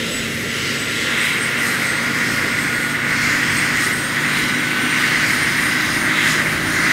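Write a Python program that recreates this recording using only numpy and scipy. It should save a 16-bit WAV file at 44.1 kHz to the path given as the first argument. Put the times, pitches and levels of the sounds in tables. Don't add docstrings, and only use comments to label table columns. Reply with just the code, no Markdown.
import sys
import numpy as np
from scipy import signal
from scipy.fft import rfft, irfft, next_fast_len
from scipy.io import wavfile

SR = 44100
rng = np.random.default_rng(int(sys.argv[2]) if len(sys.argv) > 2 else 0)


def wrap_up_sound(samples):
    columns = np.atleast_2d(samples).T
    tamed = np.clip(columns, -1, 1)
    steps = np.round(tamed * 32767).astype(np.int16)
    wavfile.write(sys.argv[1], SR, steps)


N = 305172

# time in seconds, turbine whine in Hz.
SPOOL_UP = [(0.0, 7872), (0.49, 7958), (0.74, 8012), (2.72, 8336), (2.97, 8383), (3.71, 8498), (4.45, 8647),
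            (4.94, 8758), (5.44, 8858), (5.68, 8904), (6.92, 9114)]
WHINE_PER_BLADE, TAIL_PER_BLADE = 173.35, 1.2


def from_db(db):
    return 10 ** (np.asarray(db) / 20)


def rms_one(x):
    return x / np.sqrt(np.mean(x ** 2) + 1e-20)


def in_time(rows):
    time_s, *columns = np.transpose(rows)
    return [np.interp(np.arange(N) / SR, time_s, column) for column in columns]


def coloured(x, points):
    size = next_fast_len(N)
    bin_hz = np.maximum(np.arange(size // 2 + 1) * SR / size, 1)
    point_hz, point_db = np.transpose(points)
    gain = from_db(np.interp(np.log(bin_hz), np.log(point_hz), point_db))
    return irfft(rfft(x, size) * gain, size)[..., :N]


def drift(rate_hz):
    r = np.exp(-80 * np.pi * rate_hz / SR)
    noise = rng.standard_normal(N // 40 + 2002)
    slow = signal.lfilter([1], [1, -2 * r, r * r], noise)[2000:]
    return np.interp(np.arange(N) / 40, np.arange(len(slow)), rms_one(slow))


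def air(colour, patchy_db, rate_hz, count=6):
    size = next_fast_len(N)
    spectrum = rfft(coloured(rng.standard_normal(N), colour), size)
    log_hz = np.log(np.maximum(np.arange(len(spectrum)) * SR / size, 1))
    centres = np.log(np.geomspace(colour[0][0], colour[-1][0], count))
    out = 0
    for k in range(count):
        weight = np.interp(log_hz, centres, np.arange(count) == k)
        piece = irfft(spectrum * weight, size)[:N]
        out = out + piece * from_db(patchy_db * drift(rate_hz))
    return rms_one(out)


def tone(cycles, level_db):
    return np.sqrt(2) * from_db(level_db) * np.sin(2 * np.pi * (cycles + rng.random()))


def with_speed(mid_db, gain_db):
    whine_hz = in_time(SPOOL_UP)[0]
    speed = (whine_hz - whine_hz.min()) / np.ptp(whine_hz)
    return mid_db + gain_db * (speed - .5)


def swell(peak_s, rise_s, fall_s):
    late_s = np.arange(N) / SR - peak_s
    return np.exp(-.5 * (late_s / np.where(late_s < 0, rise_s, fall_s)) ** 2)


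def turbine(blades):
    # time in seconds, rise spread in seconds, dB relative to the usual whine level.
    flares = [(0.0, .06, -4), (0.18, .04, 15.5), (0.827, 0.064, 9.5), (1.0, .07, 8), (1.247, 0.053, 10),
              (1.444, 0.088, 12.5), (1.67, 0.065, 10), (1.935, 0.083, 12), (2.3, 0.04, 9), (2.603, 0.07, 7),
              (2.85, 0.13, 5), (3.127, 0.035, 6), (3.583, 0.097, 11), (3.83, 0.073, 9), (4.04, 0.08, 11),
              (4.4, 0.14, 4.5), (4.956, 0.19, 6), (5.173, 0.026, 6), (5.425, 0.064, 7), (5.66, .09, 8),
              (6.04, 0.07, 9), (6.314, 0.053, 9), (6.673, 0.044, 6), (6.832, .04, 7)]
    # time in seconds, level in dB before its waver.
    gear_mesh = [(0.0, -41), (0.4, -41.5), (0.6, -37), (2.19, -29.5), (2.5, -31), (2.87, -27.5),
                 (3.45, -34.5), (4.05, -30), (4.22, -33.5), (4.7, -27.5), (5.2, -30), (5.45, -36),
                 (5.74, -29), (6.1, -35), (6.92, -30.5)]
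    faint_orders = [5.648, 60, 72.02, 113.03, 135.62, 141.26, 144.46, 146.92, 171.36, 226.0]
    faint_levels_db = [-49, -52, -56, -57, -62, -59, -64, -63, -62, -69]
    mesh_per_blade, fall_per_rise = 30, .6
    flicker_db, flicker_hz = 4.0, 2.0

    whine_db = with_speed(-43.5, 4.5)
    for peak_s, rise_s, db in flares:
        whine_db = whine_db + db * swell(peak_s, rise_s, fall_per_rise * rise_s)
    whine_db = whine_db + 2.27 * drift(44) + 1.6 * drift(10)
    whine = tone(WHINE_PER_BLADE * blades + 0.059 * drift(6.9), whine_db)
    mesh_db = in_time(gear_mesh)[0] + 1.2 * drift(8.9)
    mesh = tone(mesh_per_blade * blades + 0.024 * drift(18), mesh_db)
    faint = sum(tone(order * blades + 0.054 * drift(7.3), db + flicker_db * drift(flicker_hz))
                for order, db in zip(faint_orders, faint_levels_db))
    return whine + mesh + faint


def rotors(blades, waver_db=1.5):
    # multiple of the blade rate, dB at mid speed, dB gained from lowest to highest speed.
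    main_harmonics = [(2, -51.5, -10), (3, -36, 3.5), (4, -39.5, 7.5), (5, -35, -0.5), (6, -37, 8),
                      (7, -46, 10), (8, -67, -16), (10, -50, -15), ]
    # multiple of the tail rotor turns, dB at mid speed, dB gained from lowest to highest speed.
    tail_harmonics = [(2, -39, -0.5), (3, -45, -1), (4, -42.5, 5), (6, -50, 13)]
    # multiple of the blade rate, dB.
    late_harmonics = [(11, -44), (12, -43.5)]
    late_s, late_rise_s = 6.02, 0.18

    main = sum(tone(round(k) * blades, with_speed(db, gain_db) + waver_db * drift(0.8))
               for k, db, gain_db in main_harmonics)
    tail = sum(tone(round(k) * TAIL_PER_BLADE * blades, with_speed(db, gain_db) + waver_db * drift(0.29))
               for k, db, gain_db in tail_harmonics)
    late = sum(tone(round(k) * blades, db + waver_db * drift(1.1)) for k, db in late_harmonics)
    return main + tail + swell(late_s, late_rise_s, np.inf) * late


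def duct(x, centre_hz, width_hz=435):
    out, state, r = np.zeros(N), np.zeros(2), np.exp(-np.pi * width_hz / SR)
    for i in range(0, N, 256):
        poles = [1, -2 * r * np.cos(2 * np.pi * centre_hz[i] / SR), r * r]
        out[i:i + 256], state = signal.lfilter([1, 0, -1], poles, x[i:i + 256], zi=state)
    return rms_one(out)


def puffs_db():
    # peak time in seconds, dB relative to the steady swish.
    puffs = [(0.17, 2), (1.24, 7), (1.68, 6), (1.85, 3.5), (2.33, 4), (3.32, 1.5), (3.55, 3.5), (3.85, 5.5),
             (4.41, 4), (5.02, 3), (5.28, 4.5), (5.67, 1.5), (5.95, 2.5), (6.3, 4), (6.51, 2.5),
             (0.68, 0.5), (2.62, 3), (4.0, 2), (3.0, -5.5), (6.22, -1.5), (6.62, -5)]
    rise_s, fall_s = .04, 0.055
    return sum(db * swell(peak_s, rise_s, fall_s) for peak_s, db in puffs)


def exhaust():
    # time in seconds, roar in dB, duct centre in Hz.
    roar_course = [(0.05, -27.5, 2050), (0.92, -23.5, 2080), (1.08, -23.5, 1970), (1.19, -18, 2130),
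                   (1.52, -21.5, 2120), (1.77, -19, 1990), (1.9, -22, 2020), (2.3, -20, 2050),
                   (2.68, -20.5, 2060), (2.91, -23.5, 1940), (3.18, -17.5, 2070), (3.89, -19, 2000),
                   (3.99, -25.5, 1880), (4.28, -18.5, 2050), (4.75, -21.5, 2110), (5.0, -18, 2070),
                   (5.22, -16, 2050), (5.4, -19, 2000), (5.7, -18, 2020), (5.9, -21.5, 2020),
                   (6.26, -16.5, 2010), (6.65, -23, 1920), (6.9, -15.5, 1970)]
    # time in seconds, dB.
    flank_course = [(0.0, -44), (0.92, -43), (1.1, -34.5), (1.55, -32), (6.92, -28)]
    # time in seconds, lower band in dB before its band-pass, upper in dB before puffs.
    jet_course = [(0.0, -29, -33.5), (0.45, -31.5, -36), (0.67, -28.5, -30.5), (0.85, -28.5, -34),
                  (1.04, -27, -32), (1.2, -25, -36), (1.35, -26.5, -36.5), (1.4, -29.5, -36.5),
                  (1.71, -29.5, -34.5), (2.1, -32.5, -33.5), (2.29, -33, -32.5), (3.04, -33.5, -37.5),
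                  (3.24, -30.5, -28.5), (3.41, -30, -31), (3.83, -30, -30), (3.95, -32, -36.5),
                  (4.2, -31, -35), (4.35, -25, -33), (4.61, -30.5, -34.5), (4.86, -29, -35.5),
                  (4.97, -27, -31), (5.3, -28.5, -30), (5.93, -30, -33), (6.03, -33.5, -35.5),
                  (6.17, -25.5, -32), (6.3, -25, -27.5), (6.45, -33, -36.5), (6.84, -32.5, -30.5),
                  (6.92, -24, -30)]
    # Hz, relative dB per Hz.
    roar_colour = [(800, -14), (1150, -6), (1500, -1.5), (2000, -3.5), (2400, -9), (2800, -13.5),
                   (3500, -37)]
    flank_colour = [(450, -57), (620, -2.5), (800, -0.5), (1000, 2), (1250, 6.5), (1500, 6), (2000, -20)]
    lower_colour = [(2000, -16.5), (2600, 1), (3200, 2), (4000, -3), (4400, -20)]
    upper_colour = [(3700, -17.5), (4200, 5), (5000, 1), (6000, 0.5), (7500, -5), (8800, -6.5),
                    (10000, -24)]
    lower_band_hz = [1240, 9500]
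    duct_db = 9.5
    puff_share = 0.46

    roar_db, centre_hz = in_time(roar_course)
    flank_db, = in_time(flank_course)
    lower_db, upper_db = in_time(jet_course)
    broad = air(roar_colour, patchy_db=1.23, rate_hz=15.0, count=8)
    roar = rms_one(broad + from_db(duct_db) * duct(broad, centre_hz))
    flank = air(flank_colour, patchy_db=0.4, rate_hz=1.0)
    lower = air(lower_colour, patchy_db=1.5, rate_hz=2.0, count=10)
    lower = signal.lfilter(*signal.butter(2, lower_band_hz, "band", fs=SR), lower)
    upper = air(upper_colour, patchy_db=1.6, rate_hz=2.0, count=12)
    low_part = from_db(roar_db) * roar + from_db(flank_db) * flank
    jet = from_db(lower_db) * lower + from_db(upper_db + puff_share * puffs_db()) * upper
    return low_part, jet


def blade_swish():
    # Hz, relative dB per Hz.
    swish_colour = [(6000, -8), (7500, 4), (9000, 5), (11000, 4.5), (13000, 1.5), (14500, -1), (15500, -5),
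                    (16500, -23)]
    level_db = with_speed(-39.5, 1.5) + puffs_db() + 1.25 * drift(6.2)
    return from_db(level_db) * air(swish_colour, patchy_db=0.5, rate_hz=2.9, count=7)


def fuselage(x, come_and_go_db=2.5):
    # centre in Hz, width in Hz, peak in dB before it comes and goes.
    resonances = [(2756, 210, 3), (3884, 95, 4), (4950, 91, 6), (5250, 150, 2), (6810, 180, 4),
                  (11000, 580, 2)]
    out = x.copy()
    for hz, width_hz, db in resonances:
        r = np.exp(-np.pi * width_hz / SR)
        poles = [1, -2 * r * np.cos(2 * np.pi * hz / SR), r * r]
        peak = signal.lfilter([(1 - r * r) / 2, 0, (r * r - 1) / 2], poles, x)
        out += (from_db(db) - 1) * from_db(come_and_go_db * drift(8.4)) * peak
    return out


def tail_chop(blades, depth=0.086):
    return 1 + depth * np.sin(2 * np.pi * 2 * TAIL_PER_BLADE * blades)


def downwash():
    # Hz, relative dB per Hz.
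    wash_colour = [(60, -32), (110, -5), (200, -0.5), (260, 2.5), (330, -1.5), (400, -17.5), (500, -20)]
    rustle_colour = [(280, -4), (350, 4), (420, 3.5), (560, 0.5), (700, -11), (900, -31)]
    fades_hz = 5000
    wash = from_db(with_speed(-29, 3.5)) * air(wash_colour, patchy_db=0.8, rate_hz=1.4)
    rustle = from_db(with_speed(-34, -5.5)) * air(rustle_colour, patchy_db=1.95, rate_hz=8.2)
    return signal.lfilter(*signal.butter(2, fades_hz, fs=SR), wash + rustle)


def wind():
    # peak time in seconds, fall spread in seconds, peak in dB.
    gusts = [(0.15, .2, -37), (0.63, 0.16, -40), (2.3, .4, -41), (3.15, 0.82, -39), (4.45, 0.081, -49),
             (5.1, .5, -41), (5.9, 0.18, -37), (6.35, 0.09, -39), (6.59, .4, -35)]
    # Hz, relative dB per Hz.
    wind_colour = [(15, -10), (25, -10), (45, -2.5), (70, 0), (110, 6.5), (200, -49)]
    calm_db, rise_s = -57, .05
    strength = from_db(calm_db)
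    for peak_s, fall_s, db in gusts:
        strength = strength + from_db(db) * swell(peak_s, rise_s, fall_s)
    return strength * air(wind_colour, patchy_db=3.0, rate_hz=5.0, count=3)


def stereo(mid):
    # time in seconds, left minus right in dB for the swing and for the bass wander, before weighting.
    balance = [(0.2, -0.5, -1.0), (1.47, -1.0, 1.5), (2.83, -3.0, -0.5), (3.4, -2.3, -0.5),
               (4.13, -1.0, 2.0), (5.9, -0.7, 1.5), (6.2, -1.0, 0.0)]
    # Hz, dB.
    swing_colour = [(150, -30), (250, -2), (500, 0), (1000, -8), (2000, -14.5), (4000, -33), (8000, -45)]
    # Hz, dB.
    bass_wander_colour = [(30, -3), (150, 2.5), (200, -9), (300, -66)]
    # Hz, dB.
    width_colour = [(30, -21), (200, -37), (500, -21), (1100, -56), (2400, -46), (3800, -52), (15000, -48)]
    width_delay_s = .021

    swing, bass_wander = (np.tanh(np.log(from_db(db)) / 2) for db in in_time(balance))
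    side = swing * coloured(mid, swing_colour) + bass_wander * coloured(mid, bass_wander_colour)
    side += coloured(np.roll(mid, round(width_delay_s * SR)), width_colour)
    return np.array([mid + side, mid - side])


def scene():
    machine_from_hz = 60
    blades = np.cumsum(in_time(SPOOL_UP)[0]) / SR / WHINE_PER_BLADE
    roar, jet = exhaust()
    hiss = tail_chop(blades) * fuselage(jet + blade_swish())
    machine = turbine(blades) + rotors(blades) + roar + hiss + downwash()
    machine = signal.lfilter(*signal.butter(2, machine_from_hz, "high", fs=SR), machine)
    return stereo(machine + wind())


def record(dry):
    cutoff_hz = 15750
    steep = signal.ellip(12, .3, 50, cutoff_hz, fs=SR, output="sos")
    return signal.sosfilt(steep, signal.sosfilt(steep, dry))


dry = scene()
out = record(dry)
wrap_up_sound(out)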